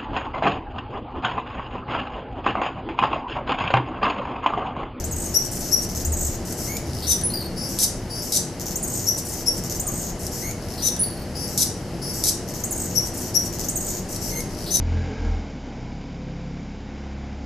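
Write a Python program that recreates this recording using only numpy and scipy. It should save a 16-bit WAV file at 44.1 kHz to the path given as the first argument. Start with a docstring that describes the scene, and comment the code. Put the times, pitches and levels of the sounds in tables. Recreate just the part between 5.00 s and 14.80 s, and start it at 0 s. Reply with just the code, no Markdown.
"""By a garden wall, a perched hummingbird sings its scratchy song close to two listening ports.
Bouts run through chirps, trills, squeaks and tick runs, then a nasal note and a squeal;
the first two go on to a whistle and to two wheezes that burst. Tones are jittered oscillators that
follow pitch gestures; hisses and bursts are coloured noise. Wall and yard answer as decaying noise echoes,
another bird calls once, and filtered noise makes distant traffic, machine hum, drone and rumble."""
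import sys
import numpy as np
from scipy import signal
from scipy.fft import rfft, irfft, next_fast_len
from scipy.io import wavfile
from scipy.ndimage import map_coordinates

SR = 44100
rng = np.random.default_rng(int(sys.argv[2]) if len(sys.argv) > 2 else 0)


def bounce(signal):
    """Save signal as a 16-bit WAV file at the path given by the first command-line argument."""
    frames = np.transpose(np.atleast_2d(signal))
    limited = np.clip(frames, -1, 1)
    pcm = np.round(limited * 32767).astype(np.int16)
    wavfile.write(sys.argv[1], SR, pcm)


N = 432180  # samples, 9.8 s


def amp(db):
    """Logarithmic level: decibels to amplitude gain."""
    return 10 ** (np.asarray(db) / 20)


def unit(x):
    """Normalisation: scale to an rms of 1."""
    return x / np.sqrt(np.mean(x ** 2) + 1e-20)


def along(points, hz):
    """Log-frequency interpolation of (Hz, value) points."""
    f, v = np.transpose(points)
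    return np.interp(np.log(hz + 1), np.log(f + 1), v)


def clock(length):
    """Uniform sampling: sample times in seconds of a sound of this length."""
    return np.arange(max(int(length * SR), 8)) / SR


def wobble(rate, size):
    """Band-limited fluctuation: a spline through random knots, rate knots a second."""
    knots = rng.standard_normal(int(size * rate / SR) + 4)
    return map_coordinates(knots, [np.arange(size) * rate / SR])


def filtered(x, response):
    """Linear filtering: multiply the spectrum by a response of frequency."""
    size = x.shape[-1]
    m = next_fast_len(size + 2048)
    return irfft(rfft(x, m) * response(np.fft.rfftfreq(m, 1 / SR)), m)[..., :size]


def add(track, s, sound):
    """Superposition: mix a sound into the track at time s."""
    at = round(s * SR)
    sound = sound[max(-at, 0):]
    part = track[max(at, 0):][:len(sound)]
    part += sound[:len(part)]


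def fade(length, edge):
    """Amplitude envelope: flat with linear ramps of edge seconds."""
    t = clock(length)
    return np.clip(np.minimum(t, t[-1] - t) / edge, 0, 1)


def gesture(shape, length=None):
    """Time scaling: pitch ratio and gain per sample, stretched to a length if one is given."""
    s, ratio, db = np.transpose(shape)
    length = length or s[-1]
    at = clock(length) * s[-1] / length
    gain = amp(np.interp(at, s, db)) * fade(length, 0.00019)
    return np.interp(at, s, ratio), gain


def phase_of(pitch):
    """Phase is the running integral of frequency."""
    return 2 * np.pi * np.cumsum(pitch) / SR


def syrinx(shape, hz, overtones_db, rough, length=None, flutter=1500, shimmer_db=2):
    """Membrane vibration as a harmonic series; roughness jitters its pitch, shimmer its strength."""
    ratio, gain = gesture(shape, length)
    pitch = hz * ratio * (1 + rough * wobble(flutter, len(gain)))
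    phase = phase_of(pitch) + rng.uniform(0, 2 * np.pi)
    sizes = amp([0, *overtones_db])
    # harmonics above half the sample rate are left out
    wave = sum(g * np.sin(k * phase) * (k * pitch < SR / 2) for k, g in enumerate(sizes, 1))
    shimmer = amp(shimmer_db * wobble(flutter, len(gain)))
    return gain * unit(wave * shimmer)


# Throat colours of harsh bursts and of hisses. Each row: frequency in Hz, relative level in dB.
HARSH_COLOUR = [(1290, -57), (2200, -24.5), (2670, -24), (2890, -26), (3590, -13.5), (3740, -7.5),
                (4080, -10.5), (5960, 1), (6880, -5.5), (7950, -3), (8970, -7.5), (10700, -4), (12700, -8),
                (14500, -16), (15000, -46)]
HISS_COLOUR = [(3000, -25), (4000, -16), (4700, -6), (5800, 4), (7000, -3.5), (7800, -1), (9000, -10.5),
               (11000, -4.5), (13000, -2.5), (15000, -13)]


def rasp(length, colour, grain_db):
    """Chaotic vibration: noise broken into irregular spurts, coloured by the throat."""
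    size = len(clock(length))
    spurts = rng.standard_normal(size) * amp(grain_db * wobble(884, size))
    return unit(filtered(spurts, lambda hz: amp(along(colour, hz))))


# Squeaks. Each row: start in seconds, pitch in Hz, and relative levels in dB of tone, closing sweeps, click.
SQUEAKS = [(.339, 5760, -13, -32, -26), (0.713, 5670, -13, -30.5, -25), (4.064, 5805, -14.5, -27, -24),
           (4.458, 5520, -15.5, -31, -29), (7.95, 5730, -15.5, -31, -27), (8.34, 5700, -14.5, -31.5, -23)]
# Squeak gesture. Each row: time in seconds, pitch ratio, relative level in dB.
SQUEAK_GESTURE = [(0, .93, -20), (.008, .95, -11), (.016, .99, -6), (.025, 1, -1), (.033, 1.008, 0),
                  (.037, .995, -3), (.041, .98, -25)]


def squeaks():
    """Mode locking: each squeak opens in a scrape, holds a tone with its octave and trails off in a hiss."""
    out = np.zeros(N)
    for s, hz, db, *_ in SQUEAKS:
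        tone = syrinx(SQUEAK_GESTURE, hz, [-8], rough=.023, flutter=800, shimmer_db=1.8)
        scrape = rasp(.026, HISS_COLOUR, grain_db=0) * fade(.026, .0054)
        trail = rasp(.105, HISS_COLOUR, grain_db=4) * fade(.105, .03)
        add(out, s, amp(db - 1) * tone)
        add(out, s, amp(db - 17.5) * scrape)
        add(out, s + .032, amp(db - 24) * trail)
    return out


# Scratches. Each row: start in seconds, starting pitch of the falling chirp in Hz,
# and relative levels in dB of lead-in ticks, chirps, trill, buzz.
SCRATCHES = [(.039, 8600, -34, -26.5, -26.5, -39), (1.047, 8700, -30.5, -23, -22.5, -36.5),
             (3.755, 10500, -31, -22, -25, -33.5), (4.795, 9200, -29.5, -21.5, -27.5, -35.5),
             (7.636, 11000, -33.5, -22, -25.5, -39), (8.684, 9000, -30.5, -20.5, -24.5, -34)]
# Rising chirp, trill slur and tick. Each row: time in seconds, pitch ratio, relative level in dB.
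RISE_GESTURE = [(0, .82, -14), (.003, .95, 0), (.008, 1.06, 0), (.014, 1.22, -4), (.021, 1.5, -12)]
SLUR_GESTURE = [(0, 1.06, -14), (.003, 1.02, 0), (.009, .985, -1), (.015, .96, -14)]
TICK_GESTURE = [(0, 0.73, 13.5), (.0007, 0.74, -2.5), (.0017, .68, -3), (.003, 0.62, -12)]
# Falling chirp. Each row: time in seconds, relative level in dB.
FALL_LEVELS = [(0, 2), (.002, 1), (.005, -4), (.009, -1), (.014, -4.5), (.021, 0), (.026, -10)]
FALL_AT, TRILL_AT, BUZZ_AT, END_AT = .073, .12, .215, .315  # s after the rising chirp


def scratches(chirp_hz=6700, land_hz=6400, low_hz=6700, high_hz=8100, trill_rate=52, buzz_rate=440):
    """Two-sided phonation: two chirps, then paired slurs of both syrinx sides that give way to a pulsed buzz."""
    out = np.zeros(N)
    for start, top_hz, _, db, trill_db, buzz_db in SCRATCHES:
        rise = syrinx(RISE_GESTURE, chirp_hz, [-6], rough=.027, flutter=2100)
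        add(out, start, amp(db - 1) * rise)
        # the falling chirp starts abruptly and relaxes toward its landing pitch
        jump = top_hz / land_hz - 1
        shape = [(s, 1 + jump * np.exp(-s / .0055), level) for s, level in FALL_LEVELS]
        fall = syrinx(shape, land_hz, [-6], rough=.022, flutter=1900)
        add(out, start + FALL_AT, amp(db - 2.5) * fall)
        for s in np.arange(TRILL_AT, BUZZ_AT + .02, 1 / trill_rate):
            low_pitch = low_hz * (1 + rng.normal(0, .013))
            high_pitch = high_hz * (1 + rng.normal(0, .0263))
            low = syrinx(SLUR_GESTURE, low_pitch, [-5], rough=.058, flutter=2700)
            high = syrinx(SLUR_GESTURE, high_pitch, [-12], rough=.057, flutter=2500)
            add(out, start + s + .002, amp(trill_db - 8 + rng.normal(0, 1.2)) * low)
            add(out, start + s, amp(trill_db - 7 + rng.normal(0, 2.7)) * high)
        for s in np.arange(TRILL_AT, END_AT, 1 / buzz_rate):
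            effort_db = np.interp(s, [TRILL_AT, BUZZ_AT, END_AT], [-11, 1.5, -1])
            pulse = syrinx(TICK_GESTURE, 9290, [-6], rough=.04, length=.0021)
            size = amp(buzz_db + effort_db + rng.normal(0, 1.9))
            add(out, start + s + rng.normal(0, .00015), size * pulse)
    return out


def runs(pattern, stroke, syllables, duty, rough, weak_db, hiss_db):
    """Pulse trains: each syllable (s, stretch, dB) plays alternating strong and weak strokes over a hiss."""
    out = np.zeros(N)
    for start, stretch, level in syllables:
        for offset, length, rate, hz, db in pattern:
            at, length = start + offset * stretch, length * stretch
            for k, s in enumerate(np.arange(0, length, 1 / rate)):
                size = amp(level + db + weak_db * (k % 2) + rng.normal(0, 1.85))
                pitch = hz * (1 + rng.normal(0, .046))
                # duty is the stroke's share of the interval
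                sound = syrinx(stroke, pitch, [-5], rough=rough, length=duty / rate, flutter=2900)
                add(out, at + s + rng.normal(0, .0003), size * sound)
            hiss_length = length + .021
            hiss = rasp(hiss_length, HISS_COLOUR, grain_db=2.5) * fade(hiss_length, .0088)
            add(out, at, amp(level + db + hiss_db) * hiss)
    return out


# Squeals. Each row: start in seconds, upper pitch in Hz, lower pitch in Hz, relative level in dB.
SQUEALS = [(2.068, 5990, 3810, -12), (5.821, 5990, 3818, -14), (9.706, 6110, 3863, -13.5)]
# Stutters inside each pair of squeaks. Each row: start in seconds, stretch in time, relative level in dB.
STUTTERS = [(.513, 1.22, -30), (4.25, 1.09, -31), (8.138, 1, -32)]
# Tick runs. Each row: unstretched offset from the syllable in seconds, unstretched length in seconds,
# strokes per second, mean reference pitch in Hz that the gesture multiplies, relative level in dB.
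LEAD_IN_TICKS = [(-.157, .032, 230, 8950, -1.5), (-.097, .034, 232, 9000, 1.5), (-.046, .017, 270, 9100, 1)]
STUTTER_TICKS = [(.073, .08, 231.7, 8840, -3.5)]
SQUEAL_TICKS = [(-.21, .06, 150.1, 7260, -32), (-.135, 0.073, 111.8, 7270, -26)]


def ticks():
    """Rapid pulse repetition: ticks lead into each scratch and each squeal, and end each stutter."""
    lead_ins = [(s, 1, db) for s, _, db, *_ in SCRATCHES]
    before_squeals = [(s, 1, db) for s, *_, db in SQUEALS]
    return (runs(LEAD_IN_TICKS, TICK_GESTURE, lead_ins, duty=.62, rough=.09, weak_db=-6.5, hiss_db=-9.5)
            + runs(STUTTER_TICKS, TICK_GESTURE, STUTTERS, duty=.574, rough=.049, weak_db=-3, hiss_db=-4.5)
            + runs(SQUEAL_TICKS, TICK_GESTURE, before_squeals, duty=.56, rough=.071,
                   weak_db=-5.5, hiss_db=-6.5))


# Nasal notes. Each row: note start in seconds, pitch in Hz, upward glide as a share of pitch,
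# relative hiss level in dB, relative note level in dB.
NASALS = [(1.675, 2195, 0.08, -34, -33), (5.418, 2150, 0.113, -35, -34), (9.312, 2120, 0.033, -33.5, -32.5)]
# Sweep gesture. Each row: time in seconds, pitch ratio, relative level in dB.
SWEEP_GESTURE = [(0, 1.1, -9), (.002, .88, 0), (.005, .7, -1.5), (.008, 0.566, 0)]
# Sweep runs. Each row: unstretched offset from the syllable in seconds, unstretched length in seconds,
# strokes per second, mean reference pitch in Hz that the gesture multiplies, relative level in dB.
SQUEAK_SWEEPS = [(.109, 0.016, 185.1, 10900, -2)]
STUTTER_SWEEPS = [(0, .016, 121, 11300, -1.5), (.031, .013, 124, 11600, 1), (.063, .016, 130, 11000, -2.5)]
NASAL_SWEEPS = [(-.226, .064, 110, 10000, -3.5)]


def sweeps():
    """Frequency sweeps, slower than ticks, close each squeak, open each stutter and announce each nasal note."""
    after_squeaks = [(s, 1, db) for s, _, _, db, _ in SQUEAKS]
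    before_nasals = [(s, 1, hiss_db) for s, _, _, hiss_db, _ in NASALS]
    return (runs(SQUEAK_SWEEPS, SWEEP_GESTURE, after_squeaks, duty=1, rough=.059, weak_db=-1, hiss_db=-2.5)
            + runs(STUTTER_SWEEPS, SWEEP_GESTURE, STUTTERS, duty=.9, rough=.038, weak_db=-3, hiss_db=-5)
            + runs(NASAL_SWEEPS, SWEEP_GESTURE, before_nasals, duty=1, rough=.06, weak_db=-5, hiss_db=-2))


# Scrape gesture. Each row: time in seconds before stretching, pitch ratio, relative level in dB.
SCRAPE_GESTURE = [(0, 0.97, -4), (.04, 0.94, -3.5), (.06, 1, -9)]
HISS_LENGTH, NOTE_LENGTH = .11, .098  # s from hiss to note; s of the note


def nasals():
    """Formant resonance: a scrape and a hiss give way to a note whose third and sixth harmonics stand out."""
    out = np.zeros(N)
    for s, hz, glide, hiss_db, db in NASALS:
        scrape = syrinx(SCRAPE_GESTURE, 7700, [], rough=.041, length=.14, shimmer_db=5.5)
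        add(out, s - HISS_LENGTH - .04, amp(hiss_db - 10) * scrape)
        overlap = HISS_LENGTH + .02
        hiss = rasp(overlap, HISS_COLOUR, grain_db=0) * fade(overlap, .018)
        add(out, s - HISS_LENGTH, amp(hiss_db) * hiss)
        shape = [(0, 1 - glide, -5), (.25, 1, 0), (.8, 1 + glide / 4, -1), (1, 1 + glide, -3)]
        note = syrinx(shape, hz, [-10, 5, -7, -5.5, 1], rough=.0208, length=NOTE_LENGTH,
                      flutter=350, shimmer_db=3.5)
        breath = rasp(NOTE_LENGTH, HISS_COLOUR, grain_db=0) * fade(NOTE_LENGTH, .01)
        add(out, s, amp(db) * note)
        add(out, s, amp(db - 19) * breath)
    return out


# Squeal gesture. Each row: time in seconds, pitch ratio, relative level in dB.
SQUEAL_GESTURE = [(0, .95, -16), (.014, .99, -10.5), (.025, 1.03, -10.5), (.04, .99, -6.5), (.053, 1, -3),
                  (.06, .99, -9.5), (.067, .97, -4)]
CLUCK_S, CLUCK_HZ, CLUCK_DB = .143, 1795, -43  # after the squeal starts; CLUCK_HZ scales the scrape gesture


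def squeals(upper_rough=0.018, lower_rough=0.041):
    """Nonlinear coupling: two voices make combination tones and turn hoarser as they swell; a cluck follows."""
    out = np.zeros(N)
    ratio, gain = gesture(SQUEAL_GESTURE)
    for s, upper_hz, lower_hz, db in SQUEALS:
        upper = phase_of(upper_hz * ratio * (1 + upper_rough * wobble(1186, len(gain))))
        lower = phase_of(lower_hz * ratio * (1 + lower_rough * wobble(1186, len(gain))))
        wave = np.sin(upper) + amp(-15.5) * np.sin(lower)
        wave += amp(-8) * np.sin(upper + lower)
        wave += amp(-10) * np.sin(2 * upper)
        wave += amp(-35) * np.sin(2 * upper - lower)
        scrape = syrinx(SCRAPE_GESTURE, 4700, [-8, -7], rough=.126, flutter=2500)
        cluck = syrinx(SCRAPE_GESTURE, CLUCK_HZ, [-6], rough=.076, length=.03)
        # the power above 1 makes hoarseness grow faster than the tone
        hoarse = gain ** 1.4 * rasp(SQUEAL_GESTURE[-1][0], HARSH_COLOUR, grain_db=2.5)
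        add(out, s - .045, amp(db - 19) * scrape)
        add(out, s, amp(db - 1) * gain * unit(wave))
        add(out, s + CLUCK_S, amp(CLUCK_DB) * cluck)
        add(out, s, amp(db - 4) * hoarse)
    return out


# Whistles and twitters. Each row: start in seconds, whistle pitch in Hz, relative whistle level in dB,
# first note, accent and last-note limit in seconds, notes per second, resting twitter pitch in Hz,
# lift at the accent in Hz, relative resting twitter level in dB.
WHISTLES = [(2.233, 10050, -23, 2.301, 2.3395, 2.475, 57, 4300, 620, -31.5),
            (5.991, 9920, -20, 6.012, 6.035, 6.23, 44, 4440, 150, -38)]
# Whistle and twitter note. Each row: time in seconds, pitch ratio, relative level in dB.
WHISTLE_GESTURE = [(0, .92, -18), (.004, .98, -1), (.015, .96, 0), (.026, 1.02, -1), (.04, 1.04, 1),
                   (.047, 1, -15)]
TWEET_GESTURE = [(0, 0.97, -12), (.002, 1, -3), (.008, 1.01, -6.5), (.015, .99, -28)]
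ACCENT_DB, ACCENT_RISE_S, ACCENT_FALL_S = 12, .01, .05  # lift and exponential time constants


def whistles():
    """Frequency modulation: a quavering top note, then soft even notes, higher and louder near their accent."""
    out = np.zeros(N)
    for start, hz, db, first, accent, last, rate, twitter_hz, lift_hz, twitter_db in WHISTLES:
        whistle = syrinx(WHISTLE_GESTURE, hz, [], rough=.032, flutter=900, shimmer_db=3)
        add(out, start, amp(db) * whistle)
        for s in np.arange(first, last, 1 / rate):
            effort = np.exp(-abs(s - accent) / (ACCENT_RISE_S if s < accent else ACCENT_FALL_S))
            pitch = (twitter_hz + lift_hz * effort) * (1 + rng.normal(0, .011))
            size = amp(twitter_db + ACCENT_DB * effort + rng.normal(0, 2.7))
            add(out, s, size * syrinx(TWEET_GESTURE, pitch, [-8, -6.5], rough=.02))
    return out


# Wheezes. Each row: wheeze, hiss and burst starts in seconds,
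# and relative levels in dB of wheeze, hiss, burst, opening click.
WHEEZES = [(2.563, 2.686, 2.788, -33.5, -37, -18.5, -18), (3.097, 3.219, 3.321, -34, -36.5, -19.5, -27),
           (6.35, 6.473, 6.576, -32.5, -39, -18.5, -30), (7.016, 7.133, 7.238, -32.5, -35, -19, -31)]
# Wheeze gesture. Each row: time in seconds before stretching, pitch ratio, relative level in dB.
WHEEZE_GESTURE = [(0, .94, -9), (.015, .98, -2), (.05, 1, -3.5), (.09, 1.008, 0.5), (.12, 1, -4.5)]
# Burst gesture. Each row: time in seconds, pitch ratio (not played, the burst is noise), relative level in dB.
BURST_GESTURE = [(0, 1, -12), (.001, 1, 0), (.006, 1, -4), (.022, 1, -5), (.036, .96, -1), (.054, .93, 1),
                 (.061, .9, -5), (.072, .9, -25)]


def wheezes(upper_hz=5380, lower_hz=4740, upper_arch=1.5, lower_arch=0.57):
    """Amplitude modulation: two voices beat, the upper arching more, then come a hiss and a harsh burst."""
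    out = np.zeros(N)
    for s, hiss, burst, db, hiss_db, burst_db, _ in WHEEZES:
        ratio, gain = gesture(WHEEZE_GESTURE, hiss - s)

        def voice(hz, arch):
            """Frequency jitter, fast and slow, on an arched pitch."""
            jitter = .012 * wobble(897.8, len(gain)) + .011 * wobble(45, len(gain))
            return phase_of(hz * ratio ** arch * (1 + jitter))

        upper, lower = voice(upper_hz, upper_arch), voice(lower_hz, lower_arch)
        # the lower voice modulates the upper one and its octave, which gives sidebands
        beat = 1 + .75 * np.cos(upper - lower)
        wave = (np.sin(upper) + .72 * np.sin(2 * upper)) * beat + .4 * np.sin(lower)
        add(out, s, amp(db) * gain * unit(wave))
        add(out, s, amp(db - 9) * gain * rasp(hiss - s, HISS_COLOUR, grain_db=3))
        gap = burst - hiss
        decay = amp(hiss_db + 3 - 37 * clock(gap))  # falls 37 dB a second
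        add(out, hiss, decay * rasp(gap, HISS_COLOUR, grain_db=-2) * fade(gap, .0032))
        burst_noise = rasp(BURST_GESTURE[-1][0], HARSH_COLOUR, grain_db=2.5)
        add(out, burst, amp(burst_db) * gesture(BURST_GESTURE)[1] * burst_noise)
    return out


# Clicks before the hiss and at the end of a nasal note. Each row: offset from the note in seconds,
# relative level in dB.
NASAL_CLICKS = [(-.151, -26.5), (.093, -28)]
SQUEAK_CLICK_S = .1225  # after the start of a squeak
CLUCK_CLICK_DB = -28  # relative level


def clicks(sharp_t60=.009, raspy_t60=0.036):
    """Transient decay: sharp clicks close squeaks and open bursts; raspier ones frame nasals, follow squeals."""
    out = np.zeros(N)
    edges = [(s + SQUEAK_CLICK_S, db, sharp_t60) for s, *_, db in SQUEAKS]
    edges += [(burst, db, sharp_t60) for _, _, burst, *_, db in WHEEZES]
    edges += [(s + offset, db, raspy_t60) for s, *_ in NASALS for offset, db in NASAL_CLICKS]
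    edges += [(s + CLUCK_S, CLUCK_CLICK_DB, raspy_t60) for s, *_ in SQUEALS]
    for s, db, t60 in edges:
        decay = amp(db + 1 - 60 * clock(t60) / t60)
        add(out, s, decay * rasp(t60, HARSH_COLOUR, grain_db=4.5))
    return out


# A distant bird. Each row: start in seconds, reference pitch in Hz, relative level in dB.
FAR_CALLS = [(4.841, 1256, -42)]


def far_calls():
    """Pitch jitter: another bird calls once, hoarse and faint."""
    out = np.zeros(N)
    for s, hz, db in FAR_CALLS:
        call = syrinx(SCRAPE_GESTURE, hz, [-18], rough=.047, length=.1, flutter=210)
        add(out, s, amp(db) * call * fade(.1, .02))
    return out


# Decay of the yard's tail. Each row: frequency in Hz, time to fall 60 dB in seconds.
YARD_DECAY = [(2000, 0.39), (6000, 0.4), (10000, 0.37), (15000, 0.062)]


def yard(x, wall_db=-7, tail_db=-5.0, wall_t60=0.2):
    """Reverberation: branches and wall return dense echoes, the yard a frequency-dependent diffuse tail."""
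    hz, t, z = signal.stft(rng.standard_normal((2, SR // 2)), SR, nperseg=256)
    tail = signal.istft(z * amp(-60 * t / along(YARD_DECAY, hz)[:, None]), SR, nperseg=256)[1]
    wall_decay = amp(-60 * np.arange(tail.shape[1]) / SR / wall_t60)
    early = rng.standard_normal(tail.shape) * wall_decay
    answer = amp(tail_db) * tail / np.linalg.norm(tail[0])
    answer = answer + amp(wall_db) * early / np.linalg.norm(early[0])
    # the close-set ports hear partly the same echoes
    answer = answer + .2 * answer[::-1]
    delayed = np.pad(x, (round(.0012 * SR), 0))
    return signal.fftconvolve(delayed[None], answer, axes=1)[:, :N]


def echoes(x, count=4):
    """Source directivity: the bird turns its head, so each of count stretches has its own echo pattern."""
    place = np.linspace(0, count - 1, N).round()
    return sum(yard(x * (place == k)) for k in range(count))


# Traffic spectrum. 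Each row: frequency in Hz, relative level in dB.
TRAFFIC_COLOUR = [(12, -34), (20, -4), (135, 1), (211, -2), (796, -12), (1110, -20.5), (2100, -22.5),
                  (2340, -27), (3010, -25.5), (3460, -31.5), (5090, -23), (7300, -31.5), (9110, -36),
                  (10800, -30), (15000, -50)]
# Likeness of the ports in traffic. Each row: frequency in Hz, left-right correlation.
TRAFFIC_ALIKE = [(60, 1), (150, 0.96), (380, 1), (950, 0.9), (2380, 0.83), (5980, 0.62), (15000, 1)]
# Distant machinery. Each row: frequency in Hz, relative level in dB.
HUM = [(103, -45.5), (135, -47.5), (183, -43.5), (245, -47), (335, -46.5), (360, -46.5), (482, -51.5),
       (602, -52)]
# Swells of the drone. Each row: middle in seconds, half length in seconds (to 1/e), relative level in dB.
DRONE_SWELLS = [(.1, 0.2, -31), (1.15, .22, -29.5), (1.98, 0.19, -34)]
# Rumble of air. Each row: time in seconds, relative level in dB.
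RUMBLE_LEVELS = [(0.0, -37), (0.49, -43), (1.28, -32), (1.5, -46), (4.31, -47), (4.42, -40.5), (8.46, -49),
                 (8.51, -39), (9.8, -39)]
DRONE_REST_DB = -46.5  # relative level between the swells


def background(traffic_db=-32.0, rumble_db=-1):
    """Narrow and broad bands of noise: far traffic, a wavering machine hum, a low drone, a rumble of air."""
    # mid and side shares set by half the angle whose cosine is the correlation
    turn = lambda hz: np.arccos(np.clip(along(TRAFFIC_ALIKE, hz), -1, 1)) / 2
    spread = lambda hz: amp(along(TRAFFIC_COLOUR, hz)) * [np.cos(turn(hz)), np.sin(turn(hz))]
    mid, side = filtered(rng.standard_normal((2, N)), spread)
    traffic = amp(traffic_db + .27 * wobble(2.97, N)) * unit(np.array([mid + side, mid - side]))

    def narrow(hz, width):
        """Band-pass noise, width in Hz, wavers like an unsteady tone."""
        return unit(filtered(rng.standard_normal(N), lambda f: np.abs(f - hz) < width / 2))

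    t = np.arange(N) / SR
    hum = sum(amp(db) * narrow(hz, 12) for hz, db in HUM)
    swells = sum(amp(db) * np.exp(-((t - s) / half) ** 2) for s, half, db in DRONE_SWELLS)
    drone = (amp(DRONE_REST_DB) + swells) * narrow(75, 16)
    rumble = amp(rumble_db + np.interp(t, *np.transpose(RUMBLE_LEVELS))) * narrow(31, 24)
    return (traffic + hum + drone + rumble) * amp([[.6], [-.6]])  # dB left, right


# Port difference at a lean of 1. Each row: frequency in Hz, left minus right level in dB.
PORT_TILT = [(3000, -3.5), (4500, 2), (5800, 18), (7000, -2.5), (8000, -3), (11000, -2.5), (14000, -2.5)]
# Port phase at a lean of 1. Each row: frequency in Hz, lead of the left port in radians.
PORT_LEAD = [(0, 0), (3010, -0.0), (3620, 1), (5170, -0.31), (5430, -0.95), (5860, -0.76), (6460, 0.19),
             (9130, -0.31), (15200, 0.077)]
# Lean as the bird turns. Each row: time in seconds, weight of the uneven port signal.
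LEAN = [(.36, 0.95), (.74, 0.62), (2.1, 0.85), (4.1, 0.85), (5.9, 0.95), (8.3, 1.08), (9.75, 0.98)]


def scene():
    """Interaural-style differences of level and phase place the bird among its echoes and the background."""
    bird = squeaks() + scratches() + ticks() + sweeps() + clicks()
    bird += nasals() + squeals() + whistles() + wheezes() + far_calls()
    balance = lambda hz: 2 / (1 + amp(np.outer([-1, 1], along(PORT_TILT, hz))))
    ports = lambda hz: balance(hz) * np.exp(.5j * np.outer([1, -1], along(PORT_LEAD, hz)))
    lean = np.interp(np.arange(N) / SR, *np.transpose(LEAN))
    direct = lean * filtered(bird, ports) + (1 - lean) * bird
    return direct + echoes(bird) * amp([[.8], [-.8]]) + background()


TOP_HZ = 15000  # amplitude is halved here


def record(dry):
    """Band limiting: a very steep low-pass removes the highest frequencies."""
    return filtered(dry, lambda hz: 1 / (1 + (hz / TOP_HZ) ** 140))


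dry = scene()
out = record(dry)
bounce(out)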